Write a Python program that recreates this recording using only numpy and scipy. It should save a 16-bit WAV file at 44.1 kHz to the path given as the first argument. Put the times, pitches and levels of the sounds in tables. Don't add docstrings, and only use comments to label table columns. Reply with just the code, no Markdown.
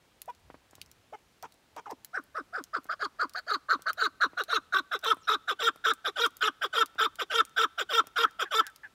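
import sys
import numpy as np
from scipy import signal
from scipy.io import wavfile
from scipy.ndimage import uniform_filter1d

SR = 44100
rng = np.random.default_rng(int(sys.argv[2]) if len(sys.argv) > 2 else 0)


def volts(x):
    e = np.asarray(x, float) / 20
    return 10 ** e


def dump_mix(stems):
    frames = np.atleast_2d(stems).T
    limited = np.clip(frames, -1, 1)
    pcm = np.round(limited * 32767).astype(np.int16)
    wavfile.write(sys.argv[1], SR, pcm)


N = 394243

# frequency_hz, density_db
AIR_SPECTRUM = [(15, -57.5), (25, -21), (60, 0), (108, -14.5), (138, -10.5), (167, -11.5), (378, -13.5),
                (3600, -22), (14800, -35.5), (16500, -36)]
AIR_DB = -53.5
# time_s, level_db
WIND_PUFFS = [(0.0, -82.5), (0.22, -78), (0.45, -50.5), (0.69, -65.5), (0.79, -54.5), (1.19, -72),
              (8.89, -88), (8.94, -81)]
# time_s, pitch_hz, level_db
CHIRP = [
    (5.17, 9150, -71.5),
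    (5.202, 8150, -73.5),
    (5.225, 6500, -62),
]
# start_s, level_db, length_s
FAR_BIRD = [
    (8.268, -50, 0.0364),
    (8.451, -44.5, 0.039),
    (8.621, -48, 0.0713),
    (8.664, -48.5, 0.0435),
    (8.833, -44.5, 0.0443),
]
# start_s, peak_db, centre_hz
FAINT_TICKS = [(0.2581, -45.5, 13300), (0.2994, -50.5, 5240), (0.3492, -52, 5260), (0.3975, -59.5, 5720),
               (0.555, -67.5, 6910), (1.1024, -66, 6920), (1.1897, -61.5, 7190), (1.5417, -48, 5910),
               (2.2385, -43.5, 10800), (2.8346, -53, 11600), (2.8668, -45, 5030), (3.3891, -44.5, 5090),
               (4.6493, -64.5, 6350), (5.0139, -50, 5660), (5.1454, -44.5, 11100), (5.1693, -51.5, 8780),
               (5.76, -42.5, 10400), (6.3068, -49.5, 9080), (6.3943, -52, 5910), (6.9012, -61.5, 6300),
               (6.9495, -51.5, 5010), (7.4943, -48, 6480), (8.31, -47, 5190), (8.6999, -49, 8560)]
# start_s, peak_db
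THUDS = [(0.501, -36.5), (0.543, -38), (0.732, -45), (0.782, -47.5), (2.855, -43), (3.793, -44.5),
         (4.333, -41.5), (5.169, -42), (5.759, -43), (6.956, -42.5), (8.04, -43), (8.072, -44.5)]
# start_s, peak_db, centre_hz
TICKS = [(0.2178, -23.5, 11970), (0.71, -44.5, 7000), (0.7532, -37.5, 6050), (0.861, -45.5, 5500),
         (0.8152, -25.5, 3820), (0.9146, -40.5, 5880), (1.426, -33, 4593), (1.522, -41, 4140),
         (1.7642, -37, 3200), (1.9102, -37, 5640), (2.047, -27, 14340), (2.639, -27.5, 6180),
         (2.8434, -39.5, 11760), (3.295, -36, 4000), (3.3357, -37.5, 4520), (3.821, -32.5, 4700),
         (3.931, -30.5, 13300), (4.4371, -29.5, 4230), (4.9909, -35, 5140), (5.0464, -28, 3690),
         (5.9358, -30, 8330), (6.263, -25, 5800), (6.3685, -33, 12300), (6.8593, -30, 5290),
         (7.1563, -34, 4209), (7.451, -32, 8460), (8.07, -31.5, 5980), (8.6669, -25, 5256),
         (8.7607, -36, 4641)]

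# start_s, length_s, held_pitch_hz, level_db, half_pitch_line_db, roughness_0_to_1
CLUCKS = [
    (0.276, 0.0349, 1009, -42.5, -11, 0.17),
    (1.123, 0.0364, 891.8, -45, -7.5, 0.27),
    (1.425, 0.03904, 943, -47, -7, 0.77),
    (1.761, 0.0422, 950, -46, -6.5, 0.83),
]

# time_s, throat_hz, beak_hz, chest_tone_db, gap_fill_db, air_db, roughness_0_to_1
POSTURE = [(1.9, 900, 5540, -40.5, 12, -9.5, 1.03), (2.1, 1330, 5614, -43, 18, -8.5, 0.59),
           (2.7, 1267, 4764, -41, 11.5, -16.5, 0.79), (3.6, 1278, 4375, -39.5, 3.5, -17.5, 1.45),
           (4.5, 1283, 3873, -38, 6, -14, 0.89), (5.3, 1254, 3569, -37, 3, -14.5, 1.13),
           (6.199, 1268, 3455, -36.5, 4, -13.5, 1.15), (8.7, 1239, 3464, -37, 5.5, -11.5, 0.72)]
# time_s, level_db
BEAK_OPENING = [(1.9, -58), (2.15, -58.5), (2.55, -56), (2.75, -47.5), (3.6, -37), (4.5, -35), (5.3, -29.5),
                (6.2, -29.5), (8.7, -29.5)]
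# pitch_hz, gain_db
CHEST_RESPONSE = [(240, 13), (315, -0.5), (400, 3.5), (470, 10), (540, 5), (700, 0.5), (900, 12.5)]
# factor_on_beak_hz, width_hz, gain_db
BEAK_MODES = [(0.838, 600, -4.5), (0.953, 385, 9.5), (1.05, 322, 6.5), (1.17, 418, -18.5)]
# centre_hz, width_hz, gain_db
GAP_MODES = [(900, 391, 6), (1676, 860, 11.5)]
# factor_on_beak_hz, width_hz, gain_db
UNDER_BEAK = (0.7193, 478, 6.14)
# factor_on_beak_hz, width_hz, gain_db
OVERTONES = [(1.438, 466, 8), (1.632, 480, 5), (2.08, 450, -4.5)]
# centre_hz, width_hz, gain_db
AIRY_MODES = [(7320, 690, 7), (8495, 493, 3), (10290, 1530, 1), (11960, 466, 8), (13090, 660, 1.5),
              (15090, 750, 4)]

# place_0_to_1, pitch (0 slack, 1 the note's pitch, 2 tight),
# effort (0 opening, 1 late), throat_ring_db, beak_ring_db
SLIDE_SHAPE = [(0, .85, 0.55, -26, -39), (.15, .9, 0.137, -5, -5.5), (.4, 1, 0, 2, 2),
               (.7, .32, 1, 5, -1.5), (1, 0.0088, 0.87, -9, -17.5)]
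PIP_SHAPE = [(0, 0.69, 0.21, -22.5, -42.5), (.22, 0.82, 0.054, 1, -8.5), (.75, .95, 1, -1.5, 0.5),
             (1, 0.6236, 1, -1.5, -7)]
KA_SHAPE = [(0, 1.213, 0.006, -41, -43.5), (.17, 1, 0.012, -6, -11.5), (.4, .85, 0.167, -4, -2.5),
            (.65, .55, 0.992, 4, -3.5), (.88, .22, 1, -8.5, -10), (1, 0.25, 0.84, -13, -16.5)]
CHUK_SHAPE = [(0, 2, 0, -13, -23), (.07, 1.95, 0.277, -7, -10.5), (.22, 1.75, 0.196, 4, 1),
              (.3, .92, 0.3, -3.5, -2.5), (.54, .95, 0.182, 3.5, -0.5), (.66, 1.02, 0, -14, -2.5),
              (.77, 0.964, 0.705, -2.5, 0), (.88, 0.7853, 0.972, -1.5, -6.5), (1, 0.044, 0.59, -35, -31)]
HALF_KAR_SHAPE = [(0, 1.8, 0, -30.5, -20), (.2, 2.0, 0.3, -9, -6.5), (.4, 1.7, 0.26, -2, 1),
                  (.52, 1, 0.064, 3.5, -1.5), (.66, 1.02, .5, -8.5, 3.5), (.82, .8, 1, 4, 4),
                  (1, 0.118, 0.32, -12, -19.5)]
KAR_SHAPE = [(0, 2, 0.099, -26.5, -33), (.12, 1.6, 0.15, -6.5, -7), (.32, 1.3, 0.192, 2.5, -5),
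             (.38, .97, 0, -3, -0.5), (.52, 1, 0.019, 10.5, 1), (.63, 1.04, 0.049, -34, -1),
             (.72, 1.02, 1, -5.5, 1.5), (.88, 0.9489, 1, 2, -0.5), (1, 0.1318, 0, -8.5, -22.5)]

# start_s, length_s, opening_db, late_db, pitch_hz (top or held)
SLIDES = [(1.889, 0.0442, -57.5, -41, 950), (2.13, 0.0696, -34, -36, 804),
          (2.344, 0.0689, -32.5, -40.5, 676.2), (2.524, 0.0902, -33.5, -41.5, 771.2),
          (2.73, 0.0578, -28, -34.5, 724.9), (3.186, .07, -26.5, -31, 737.9),
          (3.684, 0.07665, -22, -30, 690.4), (4.201, 0.06584, -21.5, -28.5, 759.2)]
PIPS = [
    (2.887, 0.0534, -29.5, -31, 748.5),
    (3.344, 0.0542, -33, -37, 787.9),
    (3.857, 0.052, -29, -26, 731.8),
]
KAS = [(4.367, 0.0606, -25, -30, 739.8), (4.909, 0.0611, -25.5, -31, 750), (5.473, 0.06, -23, -30, 728.1),
       (6.041, 0.0601, -25.5, -33, 737.1), (6.61, 0.0587, -24.5, -31.5, 723.6),
       (7.184, 0.054, -27, -35, 717.1), (7.774, 0.0585, -25, -34, 711.8),
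       (8.386, 0.0595, -25.5, -30.5, 701.6)]
CHUKS = [(4.724, 0.0833, -23, -26, 387.2), (5.272, 0.091, -25.5, -19.5, 440.6),
         (5.84, 0.08696, -27.5, -17.5, 455.2), (6.408, 0.08954, -28, -20, 434.6),
         (6.982, .09, -26.5, -18, 447.9), (7.563, 0.09644, -28, -15, 456.3),
         (8.158, 0.1041, -30, -12.5, 470.3)]
HALF_KARS = [
    (2.993, 0.0737, -28.5, -31, 419.5),
    (3.466, 0.1018, -25.5, -30.5, 413.8),
    (3.972, 0.106, -25, -26.5, 435.2),
    (4.481, 0.1046, -27, -26, 448),
]
KARS = [(5.026, .11, -34, -18, 448.5), (5.591, 0.1081, -38, -18.5, 459), (6.159, 0.11247, -37, -18, 465.6),
        (6.729, 0.1079, -31.5, -18.5, 454.1), (7.3, 0.12, -35.5, -17.5, 457.4),
        (7.891, 0.12197, -37, -17, 457.2), (8.509, 0.10654, -34, -17.5, 444.3)]

RASP = [
    .12,
    .14,
    .2,
    .28,
    .15,
    .12,
]
SCOOP = [
    .2,
    0.1934,
    0.054,
    0.03145,
    .3,
    0.0149,
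]
SQUEAK_TONES = [3, -4, -18.5, -24, -22, -25, -35]

SLACK_HZ, TIGHT_HZ = 269.2, 750
STRAIN_DB = 3.5
OCTAVE_DB = -9
SQUEAK_HZ, SQUEAK_S, SQUEAK_DB = 1501.3, 0.01856, -37.5


def evened(x):
    return x / np.sqrt(np.mean(x ** 2) + 1e-20)


def levelled(x, size=600):
    power = uniform_filter1d(uniform_filter1d(x ** 2, size), size)
    return x / np.sqrt(power + 1e-12)


def wobble(n, hz):
    noise = rng.standard_normal(n + 400)
    return evened(signal.lfilter(*signal.butter(2, 2 * hz / SR), noise)[400:])


def add(mix, s, sound):
    part = mix[round(s * SR):][:len(sound)]
    part += sound[:len(part)]


def resonate(x, hz, width):
    turn = np.exp(2j * np.pi * np.cumsum(hz * np.ones(len(x))) / SR)
    r = np.exp(-np.pi * width / SR)
    return 2 * (turn * signal.lfilter([1 - r], [1, -r], x / turn)).real


def tract(x, modes, shift=1, patchy_db=1.0, order=2):
    out = np.zeros(len(x))
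    for k, (hz, width, db) in enumerate(modes):
        steep = x
        for _ in range(order):
            steep = resonate(steep, hz * shift, width)
        out += (-1) ** k * volts(db + patchy_db * wobble(len(x), 30)) * steep
    return levelled(out)


def syrinx(hz, rough):
    n = len(hz)
    flutter = np.sin(2 * np.pi * np.cumsum(.3 * hz * (1 + .14 * wobble(n, 60))) / SR)
    shake = .012 * wobble(n, 60) + rough * (.15 * flutter + .025 * wobble(n, 300))
    turns = np.cumsum(hz * (1 + shake)) / SR
    k = np.arange(1, 40)[:, None]
    harmonics = np.cos(2 * np.pi * k * turns) * (k * hz < .4 * SR)
    pulses = evened(harmonics.sum(0))
    puffs = (0.18 + np.exp(-(turns % 1) / 0.45)) * rng.standard_normal(n)
    leak = .07 + .16 * rough
    return turns, (1 + 0.442 * rough * flutter) * (1 - leak) * pulses + leak * evened(puffs)


def hush():
    frames = N // 256 + 5
    hz = np.fft.rfftfreq(1024, 1 / SR)
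    a, b, patches = rng.standard_normal((frames, 513, 3)).T
    patches = evened(uniform_filter1d(uniform_filter1d(patches, 12, 0), 10, 1))
    f, db = np.transpose(AIR_SPECTRUM)
    shape = np.interp(np.log(hz + 1), np.log(f + 1), db)[:, None]
    bins = (a + 1j * b) * volts(shape + 0.77 * patches)
    air = evened(signal.istft(bins, nperseg=1024, noverlap=768)[1][:N])
    low = signal.butter(2, [2 * 45 / SR, 2 * 110 / SR], "band")
    wind = evened(signal.lfilter(*low, rng.standard_normal(N)))
    wind_db = np.interp(np.arange(N) / SR, *np.transpose(WIND_PUFFS)) - 11.5
    return volts(AIR_DB - 12.5) * air + volts(wind_db) * wind


def echo(x, t60, delay):
    taps = np.zeros(SR)
    at = np.arange(round(delay * SR), SR - 20, 20)
    decay = volts(-60 * at / SR / t60)
    taps[at + rng.integers(0, 20, len(at))] = rng.choice([-1., 1.], len(at)) * decay
    taps = signal.lfilter(*signal.butter(1, 2 * 4500 / SR), taps)
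    return signal.fftconvolve(x, taps / np.linalg.norm(taps))[:N]


def chirp():
    s, hz, db = np.transpose(CHIRP)
    t = np.arange(s[0], s[-1], 1 / SR)
    turns = np.cumsum(np.interp(t, s, hz)) / SR
    return s[0], volts(np.interp(t, s, db)) * np.sin(2 * np.pi * turns)


def twitter():
    modes = [(2990, 720, -1), (4100, 400, -3), (5580, 500, 2.0)]
    scratch = tract(rng.standard_normal(2200), modes, patchy_db=5)
    return volts(-59.5) * scratch * np.hanning(2200) ** .5


def far_note(db, length):
    n = round(length * SR)
    drive = syrinx(np.linspace(900, 720, n), 1.0)[1]
    ring = tract(drive, [(1606, 378.4, 0)])
    ring = ring + volts(-19.5) * tract(drive, [(950, 230, 8.5), (3316, 495, -15.0)])
    return volts(db) * ring * np.sin(np.pi * np.linspace(0, 1, n) ** .5)


def thud(db):
    t = np.arange(1500) / SR
    burst = rng.standard_normal(len(t)) * volts(-60 * t / .045) * np.minimum(t / .003, 1)
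    burst[:40] += 2 * np.hanning(40)
    frame = signal.butter(3, [2 * 180 / SR, 2 * 2300 / SR], "band")
    knock = signal.lfilter(*frame, burst)
    return volts(db) * knock / abs(knock).max()


def tick(db, hz):
    t = np.arange(1800) / SR
    decay = volts(-60 * t / 0.00553) + volts(-18.0 - 60 * t / 0.0465)
    burst = rng.standard_normal(len(t)) * decay * np.minimum(t / 0.000309, 1)
    snap = resonate(burst, hz, 1900) + 0.48 * burst
    snap = signal.lfilter(*signal.butter(2, 2 * 2400 / SR, "high"), snap)
    return volts(db) * snap / abs(snap).max()


def cluck(length, held_hz, db, half_db, rough, opening=.52):
    t = np.arange(0, length, 1 / SR)
    scoop = np.clip(t / 0.013295, 0, 1)
    bend = opening + (1 - opening) * scoop ** 1.36 - 0.0733 * (t / length) ** 2
    turns = np.cumsum(held_hz * (bend + 0.0498 * rough * wobble(len(t), 284))) / SR
    tones_db = [3.5, -21, -24.0, -36.5]
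    whole = sum(volts(level) * np.cos(2 * np.pi * (k + 1) * turns) for k, level in enumerate(tones_db))
    half = sum(volts(-4 * k) * np.cos(2 * np.pi * (k + .5) * turns) for k in range(4))
    throb = 1 + rough * wobble(len(t), 205.0)
    modes = [(1076, 766, 16.5), (3000, 750, -18), (5500, 2140, -3)]
    breath = 0.804 * rough * tract(rng.standard_normal(len(t)), modes)
    voice = whole + volts(half_db) * scoop ** 3 * throb * half + breath
    return volts(db + 5.5 - 1.98 * (2.5 - scoop)) * voice * signal.windows.tukey(len(t), .3)


def squeak(effort_db):
    t = np.arange(0, SQUEAK_S, 1 / SR)
    hz = SQUEAK_HZ * (.995 + 0.015 * t / SQUEAK_S + .004 * wobble(len(t), 80))
    turns = np.cumsum(hz) / SR
    tone = sum(volts(db) * np.cos(2 * np.pi * (k + 1) * turns) for k, db in enumerate(SQUEAK_TONES))
    return volts(SQUEAK_DB + effort_db) * tone * np.sin(np.pi * (t / SQUEAK_S) ** 1.87)


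def shaped(shape, start, length, opening_db, late_db, hz):
    place, pitch, effort, throat_db, beak_db = np.transpose(shape)
    s = start + length * np.maximum.accumulate(place)
    pitch_hz = np.interp(pitch, [0, 1, 2], [SLACK_HZ, hz, TIGHT_HZ])
    throat_db = throat_db + opening_db + effort * (late_db - opening_db)
    beak_db = beak_db + np.interp(start, *np.transpose(BEAK_OPENING))
    return np.transpose([s, pitch_hz, throat_db, beak_db])


def note(rows, rasp, scoop):
    s, pitch_hz, throat_db, ring_db = np.transpose(rows)
    t = np.arange(s[0] - .002, s[-1] + 0.00873, 1 / SR)
    beak_db = np.interp(t, s, ring_db)
    when, *posture = np.transpose(POSTURE)
    throat_hz, beak_hz, chest_db, gap_db, air_db, harsh = (np.interp(s[0], when, c) for c in posture)

    after = np.maximum(t - s[-1], 0)
    hz = np.interp(t, s, pitch_hz) * (1 - 9 * after)
    hz = hz * (1 - scoop * np.exp(-(t - t[0]) / 0.009))
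    tight = np.clip((hz - 470) / 90, rasp, 1)
    onset = np.clip((t - s[0]) / (0.00618 + 0.05 * scoop), .1, 1) ** 0.974
    rough = np.clip(harsh * tight * onset, 0, 1)
    turns, drive = syrinx(hz, rough)
    swell = np.clip((t - s[0]) / 0.0104, 0, 1)

    spent_db = .5 * np.minimum(beak_db - beak_db.max() + 23.0, 0)
    strain_db = STRAIN_DB * (tight - rasp) * np.clip((beak_db.max() + 31.5) / 18, 0, 1)
    body_db = np.interp(hz, *np.transpose(CHEST_RESPONSE))
    chest = volts(chest_db - 4 + spent_db + strain_db + body_db) * swell
    chest = chest * (1 - 0.367 * rough * (1 + np.tanh(wobble(len(t), 103.3))))
    octave = volts(OCTAVE_DB) * (1 - tight) * np.cos(4 * np.pi * turns)
    chest = chest * (np.cos(2 * np.pi * turns) + octave)

    ring = np.interp(t, s, volts(throat_db / 2)) ** 2
    throat_modes = [(.92, 377, 4.58), (1.15, 409.8, 2.26)]
    throat_shift = throat_hz * (hz / 450) ** 0.1978
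    throat = volts(-0.5) * ring * tract(drive, throat_modes, throat_shift, patchy_db=5.5, order=3)

    top = tract(drive, OVERTONES, beak_hz, patchy_db=7)
    top = top + volts(-6.5) * tract(drive, AIRY_MODES, rng.uniform(0.927, 1.03), patchy_db=4.5)
    split = (3500 / beak_hz) ** 1.6
    beak_modes = [(f ** split, width / split ** 0.89, db) for f, width, db in BEAK_MODES]
    upper = tract(drive, beak_modes, beak_hz, patchy_db=9)
    upper = upper + volts(air_db + 0.0004 * (hz - 444.5)) * top

    gap_modes = GAP_MODES + [(UNDER_BEAK[0] * beak_hz, *UNDER_BEAK[1:])]
    gap_level = volts(gap_db + 0.807 * beak_db + 0.628 * chest_db + 5.5)
    gaps = gap_level * swell * tract(drive, gap_modes, patchy_db=6.5)

    edges = np.minimum((t - t[0]) / 0.0034, 1) * np.minimum((t[-1] - t) / 0.01056, 1)
    rings = throat + volts(beak_db) * upper + gaps
    return t[0], (volts(-1400 * after) * chest + volts(-2200 * after) * rings) * edges


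def scene():
    near = np.zeros(N)
    add(near, *chirp())
    add(near, 5.222, twitter())
    for s, db, length in FAR_BIRD:
        add(near, s, far_note(db + 2.0, length))
    for s, db, hz in FAINT_TICKS:
        add(near, s, tick(db + 1, hz))
    for s, db in THUDS:
        add(near, s, thud(db))
    for s, db, hz in TICKS:
        add(near, s, tick(db, hz))

    for s, *settings in CLUCKS:
        add(near, s, cluck(*settings))
    add(near, 1.856, cluck(0.0309, 870, -45.5, -8, 0.35, opening=1.7))
    for s, _, opening_db, *_ in KARS[1:]:
        add(near, s - .005, squeak(.5 * (opening_db + 38)))
    kinds = [(SLIDE_SHAPE, SLIDES), (PIP_SHAPE, PIPS), (KA_SHAPE, KAS),
             (CHUK_SHAPE, CHUKS), (HALF_KAR_SHAPE, HALF_KARS), (KAR_SHAPE, KARS)]
    for (shape, notes), rasp, scoop in zip(kinds, RASP, SCOOP):
        for row in notes:
            add(near, *note(shaped(shape, *row), rasp, scoop))

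    cage = volts(-15.0) * echo(near, 0.0512, 0.002028)
    bright = signal.lfilter(*signal.butter(1, 2 * 700 / SR, "high"), near)
    slope = volts(-39.0) * echo(bright, 0.764, 0.056)
    return (near + cage + slope + hush())[None]


def band_limit(x):
    return signal.sosfilt(signal.butter(12, 16820, fs=SR, output="sos"), x)


def record(dry):
    bass_cut = signal.lfilter(*signal.butter(3, 2 * 42 / SR, "high"), dry)
    rounded = .45 * np.tanh(bass_cut / .45)
    edge = signal.firwin(301, 15800, window=("kaiser", 7), fs=SR)
    mix = signal.oaconvolve(rounded, edge[None], "same")
    return band_limit(mix)


dry = scene()
out = record(dry)
dump_mix(out)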